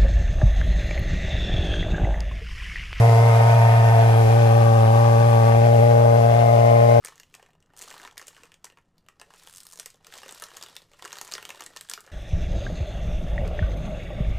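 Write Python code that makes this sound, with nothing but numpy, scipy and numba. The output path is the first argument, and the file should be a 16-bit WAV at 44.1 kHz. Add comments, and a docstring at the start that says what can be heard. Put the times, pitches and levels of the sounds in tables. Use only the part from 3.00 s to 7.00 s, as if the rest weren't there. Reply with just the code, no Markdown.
"""Pulse-jet fogger among vines.

The machine drones a few metres away as the listener walks past. Its pipe swings at about 115 Hz.
Each firing adds a bark, a rasp of burning gas and a puff of jet noise, and rings the upper pipe modes.
Spray hisses behind. The bark changes colour as the machine turns and moves to the left."""
import sys
import numpy as np
from scipy import signal
from scipy.fft import rfft, irfft
from scipy.io import wavfile
from scipy.ndimage import uniform_filter1d, map_coordinates
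from numba import njit

SR = 44100
rng = np.random.default_rng(int(sys.argv[2]) if len(sys.argv) > 2 else 0)


def waveform_to_disk(signal):
    """Save audio, clipped to [-1, 1], as 16-bit WAV at the path in sys.argv[1]."""
    frames = np.transpose(np.atleast_2d(signal))
    scaled = np.clip(frames, -1, 1) * 32767
    samples = np.round(scaled).astype(np.int16)
    wavfile.write(sys.argv[1], SR, samples)


N = 176400

# Firing rate. Each row: time in seconds, rate in Hz.
FIRING_HZ = [(0, 115.6), (.28, 115.4), (.38, 114.7), (.6, 115), (.97, 114), (1.25, 113.4), (1.38, 115.2),
             (1.9, 113.1), (2.08, 116), (2.18, 114.4), (2.25, 116.9), (2.44, 113.9), (2.56, 114.2),
             (2.68, 116.8), (3.25, 116.2), (3.37, 117.9), (3.5, 116.4), (4, 117.3)]
# Source levels. Each row: time in seconds, then pipe tone, bark and jet gains in dB.
LEVELS_DB = [(0, -9.5, -7, 2), (.35, -11, -7, 2.5), (.75, -10.5, -8, 1), (1.2, -11.5, -2.5, 1.5),
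             (1.75, -11.5, 1.5, 0.5), (2.3, -12.5, 0.5, 0.3), (2.8, -12.5, 3, -0.5), (3.3, -14.5, 0.3, -1),
             (4, -14.5, 2.5, -1.5)]
# Right-ear lag of tone and bark. Each row: time in seconds, delay in ms.
EAR_LAG_MS = [(0, 0.052), (.7, 0.17), (1.3, 0.44), (2.2, 0.44), (4, 0.54)]
# Balance of jet and modes. Each row: time in seconds, left minus right in dB.
PAN_DB = [(0, -2), (.7, -1), (1.3, 1), (2, 0.5), (2.6, 0.5), (3.2, 0.5), (4, -0.5)]
# Ground echo. Each row: time in seconds, delay in ms.
GROUND_MS = [(0, 1.55), (.8, 1.09), (1.2, 1.27), (1.9, 1.06), (2.25, 1.2), (2.6, 1.13), (2.85, 1.536),
             (4, 1.28)]

# Spray and jet spectra. Each row: frequency in Hz, left and right gains in dB.
SPRAY_DB = [(30, -105, -105), (1510, -81.5, -80), (4050, -83.5, -97), (4840, -77, -105), (6800, -80, -109),
            (7800, -85, -88), (9100, -103, -106), (13000, -120, -120)]
JET_DB = [(30, -105, -105), (254, -77.5, -85.5), (434, -57.5, -57.5), (492, -66, -77.5),
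          (894, -60.5, -64.5), (1230, -66, -66.5), (1340, -73, -79.5), (2110, -69.5, -69.5),
          (3040, -74, -81.5), (4020, -80, -83.5), (6000, -94, -86.5), (8800, -91, -102),
          (10400, -112, -114)]
# Top hiss, pipe rumble and bark spectra. Each row: frequency in Hz, gain in dB.
SIZZLE_DB = [(6000, -115), (8200, -90), (9300, -81.5), (10600, -82.5), (11600, -82.5), (12500, -101),
             (13500, -110)]
RUMBLE_DB = [(20, -82), (45, -97), (56, -92), (67, -54.5), (80, -84), (100, -59.5), (135, -58.5),
             (160, -62.5), (190, -70), (300, -73.5), (600, -111)]
BARK_DB = [(30, -90), (100, -66), (170, -24), (230, -29.5), (290, -52), (345, -36.5), (455, -20),
           (515, -26.5), (580, -15.5), (695, -18.5), (810, -22), (920, -33), (1040, -35.5), (1300, -41.5),
           (1420, -43.5), (1850, -62), (3000, -72.5), (6000, -95)]
# Bark colour at the right ear. Each row: frequency in Hz, gain over the left in dB.
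SHADE_DB = [(230, -0.5), (350, 3.5), (460, -2), (580, -7.5), (700, -9.5), (810, -7), (920, 1), (1100, -10),
            (1800, 4.5), (4000, 6.5)]

# Upper pipe modes. Each row: centre in Hz, nominal width in Hz, left and right gains in dB.
PIPE_MODES_HZ_DB = [(1241, 93, -56.5, -66), (1524, 68, -62.5, -63), (1812, 68, -63, -65),
                    (2112, 39, -59.5, -68.5), (2433, 43, -72, -64), (2696, 52, -71, -70),
                    (3280, 230, -79, -80)]
# All modes together. Each row: time in seconds, gain in dB.
RING_DB = [(0, -1), (.35, 4.5), (.75, 7), (1.3, 1), (1.7, -3.5), (2.45, -1.5), (2.8, -4.5), (4, -4)]
# Rasp resonance. Each row: time in seconds, centre in Hz, level in dB.
RASP_HZ_DB = [(0, 694, -24), (.5, 708, -24), (1, 710, -23), (1.4, 746.2, -28), (1.9, 788.8, -27),
              (2.5, 726, -32), (2.95, 614, -27.5), (3.5, 627, -25.5), (4, 634, -26)]
# Harder firings. Each row: time in seconds, rasp boost in dB.
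SPITS_DB = [(.406, 11.5), (.44, 2), (.48, 8)]

# Swelling and fading bands, named by centre in Hz. Each row: time in seconds, gain in dB.
RING_2030_DB = [(0, 1), (.2, 5), (.55, -6), (1, -11), (1.8, -1), (2.5, 3), (2.9, 2), (3.3, 0.5), (3.7, 8),
                (4, 8)]
JET_1960_DB = [(0, 3.5), (.3, 2), (.7, 6), (1.2, 0), (1.9, -4), (2.4, 1), (3, -1), (4, 1.5)]
NASAL_1220_DB = [(0, -0.5), (1, -1), (1.45, -3), (1.68, 6.5), (1.8, 4), (2, 3), (2.52, 0.5), (2.6, -10),
                 (3.1, 4), (3.3, 0), (4, 0)]
NASAL_1590_DB = [(0, 0), (.7, -1.5), (1.45, 1.5), (1.65, 7), (2.1, 5.5), (2.4, 4), (2.8, 1), (3, 7.5),
                 (3.3, 6.5), (3.65, -8), (4, 2)]
BARK_345_DB = [(0, 3), (0.7, -5), (1.1, 5), (1.7, 1), (2.5, -2), (4, -2)]
BARK_460_DB = [(0, 6), (.2, 6), (.65, -0.5), (1.2, 2.5), (1.85, -5.5), (2.15, -2), (2.6, -2.5), (3, 3),
               (3.45, -1), (3.9, 2.5)]
BARK_580_DB = [(0, 0), (.7, -1), (1.15, -4), (1.42, 0.5), (2.5, -1), (3.1, 1.5), (3.3, -2), (3.55, 1),
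               (4, 2.5)]
BARK_690_DB = [(0, 2.5), (0.699, 5.5), (1, 2.5), (1.25, -11), (1.95, -33), (2.3, -11.5), (2.7, -9),
               (2.999, -13.5), (3.2, 2), (3.4, 4.5), (3.7, 0.5), (3.85, -6), (4, -0.5)]
BARK_920_DB = [(0, 8.5), (.6, 16.5), (1, 10.5), (1.4, -6), (1.8, -19), (1.95, 1), (2.5, 1.5), (2.67, -15),
               (3.02, 6), (3.3, -4), (3.8, -10), (4, -10)]
BARK_1040_DB = [(0, 12), (.6, 9), (1.5, 0), (2, 7.5), (2.45, 2), (2.65, -19), (3.05, 5.5), (3.3, 4),
                (3.7, 9.5), (4, 7.5)]
BARK_1150_DB = [(0, -5), (.8, -2.5), (1.45, 5), (1.68, 10.5), (2.52, 10.5), (2.6, 1), (4, -16)]


def undb(db):
    """Decibels to gain."""
    return 10 ** (np.asarray(db) / 20)


def curve(table, column=1):
    """Table column, linear in time."""
    rows = np.array(table, float)
    return np.interp(np.arange(N) / SR, rows[:, 0], rows[:, column])


def bin_gains(table, column=1):
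    """Gain per FFT bin from a dB spectrum, on a log frequency axis."""
    rows = np.array(table, float)
    hz = np.maximum(np.arange(N + 1) * SR / (2 * N), 1)
    return undb(np.interp(np.log(hz), np.log(rows[:, 0]), rows[:, column]))


def colour(x, table, column=1):
    """Minimum-phase filter from a dB spectrum."""
    cepstrum = irfft(np.log(bin_gains(table, column)))
    cepstrum[1:N] *= 2
    cepstrum[N + 1:] = 0
    return irfft(rfft(x, 2 * N) * np.exp(rfft(cepstrum)))[:N]


def noise():
    """White noise at 0 dB per Hz."""
    return rng.standard_normal(N) * np.sqrt(SR / 2)


def wander(rate_hz):
    """Random steps, smoothed twice; unit spread."""
    hold = int(SR / rate_hz)
    steps = np.repeat(rng.standard_normal(N)[:N // hold + 1], hold)
    smooth = uniform_filter1d(uniform_filter1d(steps, hold), hold)[:N]
    return smooth / smooth.std()


def flicker(spread_db, rate_hz):
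    """Random gain around unity."""
    return undb(spread_db * wander(rate_hz))


def delay(x, ms):
    """Constant or moving delay."""
    return map_coordinates(x, [np.arange(N) - ms * SR / 1000], mode="mirror")


def swell_band(x, centre_hz, table, half_width_hz):
    """Moving gain on one flat-topped band."""
    hz = np.arange(N + 1) * SR / (2 * N)
    window = np.exp(-((hz - centre_hz) / half_width_hz) ** 4)
    band = irfft(rfft(x, 2 * N) * window)[:N]
    return x + (undb(curve(table)) - 1) * band


@njit
def bandpass(x, centre_hz, width_hz):
    """State-variable band-pass with a moving centre."""
    y, band_state, low_state = np.empty(len(x)), 0., 0.
    for i in range(len(x)):
        g, damping = np.tan(np.pi * centre_hz[i] / SR), width_hz / centre_hz[i]
        band = (band_state + g * (x[i] - low_state)) / (1 + g * (g + damping))
        band_state = 2 * band - band_state
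        low_state += 2 * g * band
        y[i] = damping * band
    return y


def resonance(x, centre_hz, stage_width_hz):
    """Two band-passes in series."""
    return bandpass(bandpass(x, centre_hz, stage_width_hz), centre_hz, stage_width_hz)


def gas_flow(cycles, floor=.55, decay_cycles=.25, scatter_db=1.2):
    """Flow jumps at each firing and decays towards a floor; unit rms."""
    size = undb(scatter_db * rng.standard_normal(N))[cycles.astype(int)]
    flow = floor + size * np.exp(-(cycles % 1) / decay_cycles)
    return flow / np.sqrt(np.mean(flow ** 2))


def firings(cycles, jitter_ms=.04, scatter_db=.75):
    """One slightly uneven pressure pulse per cycle; harmonics near amplitude 1."""
    position = np.interp(np.arange(1, int(cycles[-1]) + 1), cycles, np.arange(N))
    jitter, scatter = rng.standard_normal((N, 2))[:len(position)].T
    position = np.clip(position + jitter * jitter_ms * SR / 1000, 0, N - 2)
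    size = undb(scatter_db * scatter) * N / cycles[-1] / 2
    sample, fraction = position.astype(int), position % 1
    return np.bincount(sample, size * (1 - fraction), N) + np.bincount(sample + 1, size * fraction, N)


def spray():
    """Flickering spray hiss, plus a thin top hiss that reaches the right ear first."""
    hiss = np.array([colour(noise(), SPRAY_DB, column) for column in (1, 2)])
    hiss *= flicker(spread_db=.8, rate_hz=20)
    sizzle = colour(noise(), SIZZLE_DB) * flicker(spread_db=.4, rate_hz=12)
    hiss += np.array([delay(sizzle, ms=.2484), sizzle])
    return hiss * undb(1.13 * curve(LEVELS_DB, column=3))  # follows the jet


def ground_echo(ears, gain_db=-15):
    """One ground reflection with a moving delay."""
    return undb(gain_db) * np.array([delay(x, curve(GROUND_MS)) for x in ears])


def pipe_ring(cycles, pulses, pulse_db=-1):
    """Firings and gas noise ring the upper pipe modes; each fades in and out a little."""
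    flow, ears = gas_flow(cycles), np.zeros((2, N))
    blows = undb(pulse_db) * pulses / pulses.std() * np.sqrt(SR / 2)
    for hz, width_hz, left_db, right_db in PIPE_MODES_HZ_DB:
        common = flow * noise() + blows
        for ear, db in enumerate((left_db, right_db)):
            drive = .5 * (common + flow * noise())
            mode = resonance(drive, np.full(N, float(hz)), stage_width_hz=1.65 * width_hz)
            ears[ear] += mode * undb(db) * flicker(spread_db=.7, rate_hz=3.1)
    left, right = (swell_band(x, 2030, RING_2030_DB, half_width_hz=180) for x in ears)
    return np.array([left, delay(right, ms=.21)]) * undb(curve(RING_DB))


def jet(cycles, shared_power=.41):
    """Pulsing exhaust noise, partly scattered by leaves, so the ears share only some of it."""
    flow = gas_flow(cycles) * flicker(spread_db=.9, rate_hz=40)
    common = np.sqrt(shared_power) * noise()
    ears = [flow * (common + np.sqrt(1 - shared_power) * noise()) for _ in range(2)]
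    left, right = (swell_band(x, 1960, JET_1960_DB, half_width_hz=320) for x in ears)
    left, right = colour(left, JET_DB), colour(delay(right, ms=.26), JET_DB, column=2)
    return np.array([left, right]) * undb(curve(LEVELS_DB, column=3))


def nasal(x):
    """Two nasal bands of the exhaust stand out midway, then drop back."""
    x = swell_band(x, 1220, NASAL_1220_DB, half_width_hz=106)
    return swell_band(x, 1590, NASAL_1590_DB, half_width_hz=106)


def rasp(cycles, spit_s=.00542, right_db=-1):
    """Bursts of burning gas excite a broad, wandering resonance; a few firings spit harder."""
    bursts = noise() * gas_flow(cycles, floor=.51)
    burn = resonance(bursts, curve(RASP_HZ_DB), stage_width_hz=141.)
    time_s = np.arange(N) / SR
    spit_db = sum(db * np.exp(-((time_s - at_s) / spit_s) ** 2) for at_s, db in SPITS_DB)
    left = burn / burn.std() * undb(curve(RASP_HZ_DB, column=2) + spit_db)
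    return np.array([left, undb(right_db) * delay(left, ms=.4)])


def bark(pulses, crest_delay_ms=1.296):
    """Each firing leaves the pipe as a sharp, symmetric pressure crest; narrow bands swell and fade."""
    crests = irfft(rfft(pulses, 2 * N) * bin_gains(BARK_DB))[:N]
    left = delay(crests, crest_delay_ms) * undb(curve(LEVELS_DB, column=2))
    for hz, table in ((345, BARK_345_DB), (460, BARK_460_DB), (580, BARK_580_DB), (690, BARK_690_DB),
                      (920, BARK_920_DB), (1040, BARK_1040_DB), (1150, BARK_1150_DB)):
        left = swell_band(left, hz, table, half_width_hz=22)
    return np.array([left, delay(colour(left, SHADE_DB), curve(EAR_LAG_MS))])


def pipe_tone(cycles, crest_lag_cycles=.3, right_db=.28):
    """The air column swings as a near sine, cresting after each firing, over a low rumble."""
    level_db = curve(LEVELS_DB)
    swing = np.cos(2 * np.pi * (cycles - crest_lag_cycles))
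    tone = swing * undb(level_db) * flicker(spread_db=.06, rate_hz=26.4)
    rumble = colour(noise(), RUMBLE_DB) * undb(level_db - level_db.mean())
    left = tone + rumble
    return np.array([left, undb(right_db) * delay(left, curve(EAR_LAG_MS))])


def scene():
    """One wavering firing cycle drives all but spray and rumble; the ground mirrors jet and ring."""
    rate_hz = curve(FIRING_HZ) * (1 + .008 * wander(rate_hz=85))
    cycles = np.cumsum(rate_hz) / SR
    pulses = firings(cycles)
    pan_db = np.array([curve(PAN_DB), -curve(PAN_DB)]) / 2
    combustion = (bark(pulses) + rasp(cycles)) * undb(.46 * pan_db)
    exhaust = np.array([nasal(x) for x in jet(cycles) + pipe_ring(cycles, pulses)])
    exhaust *= undb(pan_db) * flicker(spread_db=.55, rate_hz=17)
    return pipe_tone(cycles) + combustion + exhaust + ground_echo(exhaust) + spray()


def record(dry):
    """Steep low-pass on the top treble."""
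    cutoff_hz = 12700
    return signal.sosfilt(signal.ellip(8, .2, 70, cutoff_hz, fs=SR, output="sos"), dry)


dry = scene()
out = record(dry)
waveform_to_disk(out)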